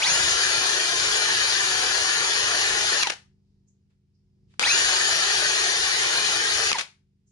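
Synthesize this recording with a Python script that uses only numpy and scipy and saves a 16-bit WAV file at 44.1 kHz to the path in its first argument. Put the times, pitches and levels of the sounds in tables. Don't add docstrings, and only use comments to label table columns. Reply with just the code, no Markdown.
import sys
import numpy as np
from scipy import signal
from scipy.fft import rfft, irfft, next_fast_len
from scipy.io import wavfile
from scipy.ndimage import uniform_filter1d, minimum_filter1d

SR = 44100
rng = np.random.default_rng(int(sys.argv[2]) if len(sys.argv) > 2 else 0)


def output_pcm(signal):
    pcm = np.clip(np.atleast_2d(signal).T, -1, 1) * 32767
    wavfile.write(sys.argv[1], SR, np.round(pcm).astype(np.int16))


N = 322371
T = np.arange(N) / SR
GEAR_RATIO = 14.35
TOP_SPEED_HZ = 379.5
WHEEL_LAG, MOTOR_LAG, HISS_LAG = 8, 2, 10
BRAKE_S = .158
# on_s, off_s, scrub_db (wires on steel, once settled), lift_s (valve taken away), drop_db (when lifted)
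PULLS = [(-0.0105, 2.985, -24.5, 3.034, 8), (4.602, 6.677, -24.5, 6.711, 10)]


def amp(db):
    return 10 ** (np.asarray(db) / 20)


def unit(x):
    return x / np.sqrt(np.mean(x ** 2))


def curve(rows):
    seconds, values = np.transpose(rows)
    return np.interp(T, seconds, values)


def walk(rate):
    k = int(SR / rate)
    steps = np.repeat(rng.standard_normal(N // k + 1), k)
    return unit(uniform_filter1d(uniform_filter1d(steps, k), k)[:N])


def colour(x, points, power=1):
    hz, db = np.transpose(points)
    size = next_fast_len(x.shape[-1] + 4096)
    f = np.maximum(np.fft.rfftfreq(size, 1 / SR), 1)
    gain = amp(power * np.interp(np.log(f), np.log(hz), db))
    return irfft(rfft(x, size) * gain, size)[..., :x.shape[-1]]


def resonate(x, hz, width):
    return signal.lfilter(*signal.iirpeak(hz, hz / width, fs=SR), x)


def resonate_twice(x, hz, width):
    return unit(resonate(resonate(x, hz, width), hz, width))


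def ring(x, modes):
    return sum(amp(db) * resonate(x, hz, width) for hz, width, db in modes)


def strikes(rate, spread_db):
    hits = (rng.random(N) < rate / SR) / np.sqrt(rate)
    return unit(hits * rng.standard_normal(N) * amp(spread_db * rng.standard_normal(N)))


def ports(x, lag=WHEEL_LAG):
    return np.array([x, np.pad(x, (lag, 0))[:N]])


def spread(source, direct):
    return np.sqrt(direct) * ports(source()) + np.sqrt(1 - direct) * np.array([source(), source()])


def flare(x, size=2048):
    spread_db, width_hz, life_s = 4.6, 55, .07
    overlap = size * 3 // 4
    bands = signal.stft(x, nperseg=size, noverlap=overlap)[2]
    chance = rng.standard_normal(bands.shape[1:])
    chance = uniform_filter1d(chance, round(width_hz * size / SR), axis=0)
    chance = uniform_filter1d(chance, round(life_s * SR * 4 / size), axis=1)
    gain = unit(amp(spread_db * np.minimum(unit(chance), 1.2)))
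    return signal.istft(bands * gain, nperseg=size, noverlap=overlap)[1][:, :N]


def workshop():
    # pitch_hz, relative level_db
    hum_tones = [(50.5, -79), (74.2, -78), (92.5, -71), (123.8, -72.5), (149.5, -72.5), (172, -82),
                 (198, -71), (247.6, -87.5), (279, -90), (370.5, -83)]
    # frequency_hz, relative level_db
    air_colour = [(15, -42), (25, -27), (45, -8.5), (100, -9), (140, -13.5), (204, -16.5), (305, -22),
                  (420, -20.5), (546, -37), (928, -39), (1110, -46), (3450, -52), (5050, -41), (10500, -65),
                  (13600, -96.5), (22000, -120)]
    # time_s, level_db
    air_level = [(3.3, -60), (4.1, -65.5), (4.5, -58), (7.0, -66)]
    hum = sum(amp(db + walk(3.4)) * np.sin(2 * np.pi * hz * T + .3 * walk(2.3)) for hz, db in hum_tones)
    hum = ports(unit(hum))[::-1]
    air = spread(lambda: unit(colour(rng.standard_normal(N), air_colour)), direct=0.49)
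    hiss = amp(-90.0) * unit(resonate(rng.standard_normal((2, N)), 2500, 3500))
    return (amp(-2.0) * hum + amp(-9) * air) * amp(curve(air_level)) + hiss


def room(x, t60_s=0.26, wet_db=-11, count=4):
    age = T[:SR // 2]
    decay = amp(-60 * age / t60_s) * np.clip(age / 0.0034, 0, 1)
    tails = rng.standard_normal((count, 2, len(age))) * decay
    tails = tails / np.sqrt(np.sum(tails ** 2, axis=2, keepdims=True))
    shares = np.array([walk(2.974) for _ in tails])
    shares = shares / np.sqrt(np.sum(shares ** 2, axis=0))
    wet = sum(share * signal.oaconvolve(x, tail, axes=1)[:, :N] for share, tail in zip(shares, tails))
    return amp(wet_db) * wet


def touches():
    # start_s, level_db, centre_hz, width_hz (of each of two resonances), decay_s
    brushes = [(3.35, -89, 4500, 2480, .25), (3.665, -69, 6600, 1200, 0.035),
               (3.89, -78, 1800, 4000, 0.032), (4.12, -81.5, 5080, 1200, 0.065),
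               (4.46, -71.5, 3010, 4500, 0.11), (4.538, -55, 1300, 1980, 0.0031),
               (7.255, -71.5, 6600, 1800, .05)]
    out = 0
    for s, db, hz, width, decay_s in brushes:
        age, rise_s = np.maximum(T - s, 0), 0.5 * decay_s
        swell = np.minimum(age / rise_s, 1) ** 2
        fall = np.exp(-np.maximum(age - rise_s, 0) / decay_s)
        out = out + amp(db) * swell * fall * resonate_twice(rng.standard_normal((2, N)), hz, width)
    return out


def clacks(gain_db=-6):
    # start_s, level_db (before gain_db), decay_s
    knocks = [(3.028, -10, 0.0025), (3.032, -3, 0.0025), (3.071, -11.5, 0.0046), (3.099, -12, 0.0031),
              (3.1034, -8.5, 0.0014), (3.12, -24, 0.0074), (4.595, 1, 0.0018), (4.6, -18, .014),
              (4.627, -12.5, 0.0031), (4.67, -15, 0.0034), (6.716, -1.5, 0.0016), (6.7296, 4.5, 0.0015),
              (6.784, -16.5, 0.021), (6.7942, -19.5, .002), (6.81, -18.5, 0.004)]
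    # frequency_hz, relative level_db
    knock_colour = [(100, -20), (500, -5.5), (1200, -0.5), (2300, 5.5), (3500, 2), (6500, -2.5),
                    (8000, -12), (11000, -14.5)]
    force = np.zeros(N)
    for s, db, decay_s in knocks:
        age = T[T >= s] - s
        force[T >= s] += amp(db + gain_db) * np.exp(-age / decay_s)
    return spread(lambda: unit(colour(rng.standard_normal(N), knock_colour)), direct=0.36) * force


def trigger():
    # time_s, speed_hz (turns a second)
    free_speed = [(0.3, 380.5), (0.5, 378.4), (0.95, 380.4), (1.6, 379.4), (2.4, 378.0), (2.9, 378.8),
                  (4.95, 380.0), (5.3, 380.7), (6.2, 377.9), (6.62, 380.5)]
    spin_up_hz_per_s, knee = 3570, 3.95
    brake_power = 1.46
    bite_db, bite_s = 3, 0.4
    speed, scrub_db, free = np.zeros(N), np.zeros(N), curve(free_speed)
    for on, off, db, lift_s, drop_db in PULLS:
        age, released = np.maximum(T - on, 0), np.clip(T - off, 0, BRAKE_S)
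        rise = spin_up_hz_per_s * age / TOP_SPEED_HZ
        spin_up = rise / (1 + rise ** knee) ** (1 / knee)
        speed = speed + free * spin_up * (1 - (released / BRAKE_S) ** brake_power)
        lifted = np.clip((T - lift_s) / 0.0054, 0, 1)
        scrub_db = np.where(T >= on, db + bite_db * np.exp(-age / bite_s) - drop_db * lifted, scrub_db)
    return speed * (1 + 0.00064 * walk(25)), scrub_db + 0.04 * walk(7.6)


def load(speed):
    surge_s, grip_s, brake_fade_hz = .2, .04, 220
    drive = sum((T >= on) * np.exp(-((T - on) / surge_s) ** 2) for on, *_ in PULLS)
    grip = sum(np.clip((T - off) / grip_s, 0, 1) * (T < off + BRAKE_S) for _, off, *_ in PULLS)
    return drive, grip * np.minimum(speed / brake_fade_hz, 1) ** 2


def narrow_hiss(speed):
    centre_hz, width_hz, level_db = 2247, 820, -35.5
    hiss = resonate_twice(rng.standard_normal(N), centre_hz, width_hz)
    hiss = hiss * amp(level_db + 0.66 * walk(8)) * (speed / TOP_SPEED_HZ) ** 2
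    return flare(ports(hiss, HISS_LAG))


def motor(speed, turns, drive, brake):
    # multiple of shaft rate, level_db, drive_db (extra speeding up), brake_db (extra braking),
    # share of housing lift (0-1), pan_db (left minus right), fade_hz (shaft speed below which it fades)
    tones = [(1, -49, -6.5, -12.5, 0.03, 0.5, 150), (2, -53, -3.5, -7, .5, 2.5, 150),
             (4, -59, 12.5, 15, 0.95, 0.5, 180), (5, -51, -5, -7.5, .6, 1, 200),
             (8, -41.5, 9.5, 5.5, 0.6, -12, 260), (9, -53, 3, -5.5, .4, -1, 200),
             (12, -44.5, 2, -6.5, .3, 3, 340), (16, -50.5, 13.5, -4, .5, 2.5, 220),
             (19, -34, 4.5, -14, 0.99, 1.5, 150), (24, -56.5, -0.5, -7, .5, -7, 200)]
    # offset in wheel turns, level_db at top speed
    sidebands = [(-2, -61), (-1, -60), (1, -60), (2, -52), (3, -55)]
    # centre_hz, width_hz, lift_db
    housing = [(900, 200, 16), (1900, 220, 7), (2400, 290, 14), (4000, 500, 4), (6400, 900, 5)]
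    strain = drive + brake
    out = 0
    for multiple, db, drive_db, brake_db, share, pan_db, fade_hz in tones:
        flutter = (0.49 + .25 * strain) * walk(200)
        tone = np.sqrt(2) * np.sin(2 * np.pi * (multiple * turns + rng.random()) + flutter)
        lift_db = sum(lift * np.exp(-((multiple * speed - hz) / width) ** 2) for hz, width, lift in housing)
        strain_db = share * lift_db + 4 * np.tanh(walk(110))
        level_db = db + drive_db * drive + brake_db * brake + 1.7 * walk(18) + strain * strain_db
        tone = tone * amp(level_db) * np.clip(speed / fade_hz, 0, 1) ** 3
        pan = pan_db * (1 - strain)
        out = out + ports(tone, MOTOR_LAG) * amp(np.array([pan, -pan]) / 2)
    for offset, db in sidebands:
        tone = np.sqrt(2) * np.sin(2 * np.pi * (turns * (1 + offset / GEAR_RATIO) + rng.random()))
        level = amp(db + 3.0 * walk(9.8)) * (1 - strain) * speed / TOP_SPEED_HZ
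        out = out + ports(tone * level, MOTOR_LAG)
    return out


def wheel(speed, turns, scrub_db, drive):
    # frequency_hz, relative level_db
    scrub_colour = [(30, -21), (130, -12.5), (240, -25), (370, -6), (560, -10), (800, -3.5), (950, -5),
                    (1400, -0.5), (1900, 1), (2150, -10), (2420, 0.5), (2600, -4.5), (2800, -3), (2920, -4),
                    (3350, 0), (3570, -2.5), (4000, -2), (5500, -1.5), (6900, -1), (7450, -25.5),
                    (8100, -22), (8700, -8), (10700, -11.5)]
    # centre_hz, width_hz, relative level_db
    steel = [(2410, 80, -9.5), (2827, 60, -0.5), (4256, 830, -2), (4539, 85, -8), (6630, 560, -16.5)]
    # centre_hz, width_hz, relative level_db
    gearbox = [(1744, 190, 5.5), (1590, 170, -6.5)]
    # time_s, level_db relative to the scrub level
    shake_level = [(0.05, -30.5), (0.22, -25), (0.45, -35.5), (1.7, -32.5), (2.9, -30.5), (4.7, -31),
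                   (5.6, -35), (6.6, -29)]
    pace = speed / speed.max()
    rate = 3000 + 28000 * pace
    wobble = np.cos(2 * np.pi * turns / GEAR_RATIO)

    def wires():
        tips = strikes(rate, spread_db=3.0)
        return unit(colour(tips + ring(tips, steel), scrub_colour))

    def teeth():
        return unit(ring(strikes(rate / 4, spread_db=1.0), gearbox))

    def grains():
        return unit(resonate(strikes(2500, spread_db=1.5), 1900, 1900))

    def rumble(hz, width):
        return resonate_twice(strikes(rate / 4, spread_db=2.5), hz, width)

    scrub = spread(wires, direct=0.4) * amp(1.43 - 10.0 * (1 - pace) + 0.24 * wobble + 0.18 * walk(25))
    rasp = spread(teeth, direct=0.81) * amp(-8.0 - 6.9 * (1 - pace) + 1.5 * wobble + 0.71 * walk(22))
    grind = spread(grains, direct=.5) * amp(-8.5) * drive
    chatter = spread(lambda: rumble(hz=710, width=660), direct=0.72)
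    chatter = chatter * amp(-19.0 + 2.1 * wobble + 3.6 * walk(35))
    shake = spread(lambda: rumble(hz=83.0, width=110), direct=0.45)
    shake = shake * amp(curve(shake_level) + 6.7 * wobble + 2.8 * walk(11.0)) * pace
    running = uniform_filter1d((speed > 0) * 1., size=200)
    return flare(scrub + rasp + grind + chatter + shake) * amp(scrub_db) * running


def scene():
    # frequency_hz, difference_db (left minus right)
    shadow = [(100, 1), (250, 7), (500, 0), (1100, 3), (1750, 5.5), (2400, 3.5), (4200, 5), (6500, 5),
              (10000, 6.5)]
    speed, scrub_db = trigger()
    turns = np.cumsum(speed) / SR
    drive, brake = load(speed)
    near = wheel(speed, turns, scrub_db, drive) + clacks()
    near = colour(near, shadow, power=np.array([[.5], [-.5]]))
    near = near + motor(speed, turns, drive, brake) + narrow_hiss(speed) + touches()
    return near + room(near) + workshop()


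def record(dry):
    ceiling, recovery_db_per_s, top_hz = 0.51, 351, 10900
    over_db = 20 * np.log10(np.maximum(np.abs(dry).max(axis=0) / ceiling, 1))
    recovery_db = recovery_db_per_s * T
    duck_db = np.maximum.accumulate(over_db + recovery_db) - recovery_db
    gain = uniform_filter1d(minimum_filter1d(amp(-duck_db), size=45), size=45)
    return signal.sosfilt(signal.ellip(12, .2, 80, top_hz, fs=SR, output="sos"), dry * gain)


dry = scene()
out = record(dry)
output_pcm(out)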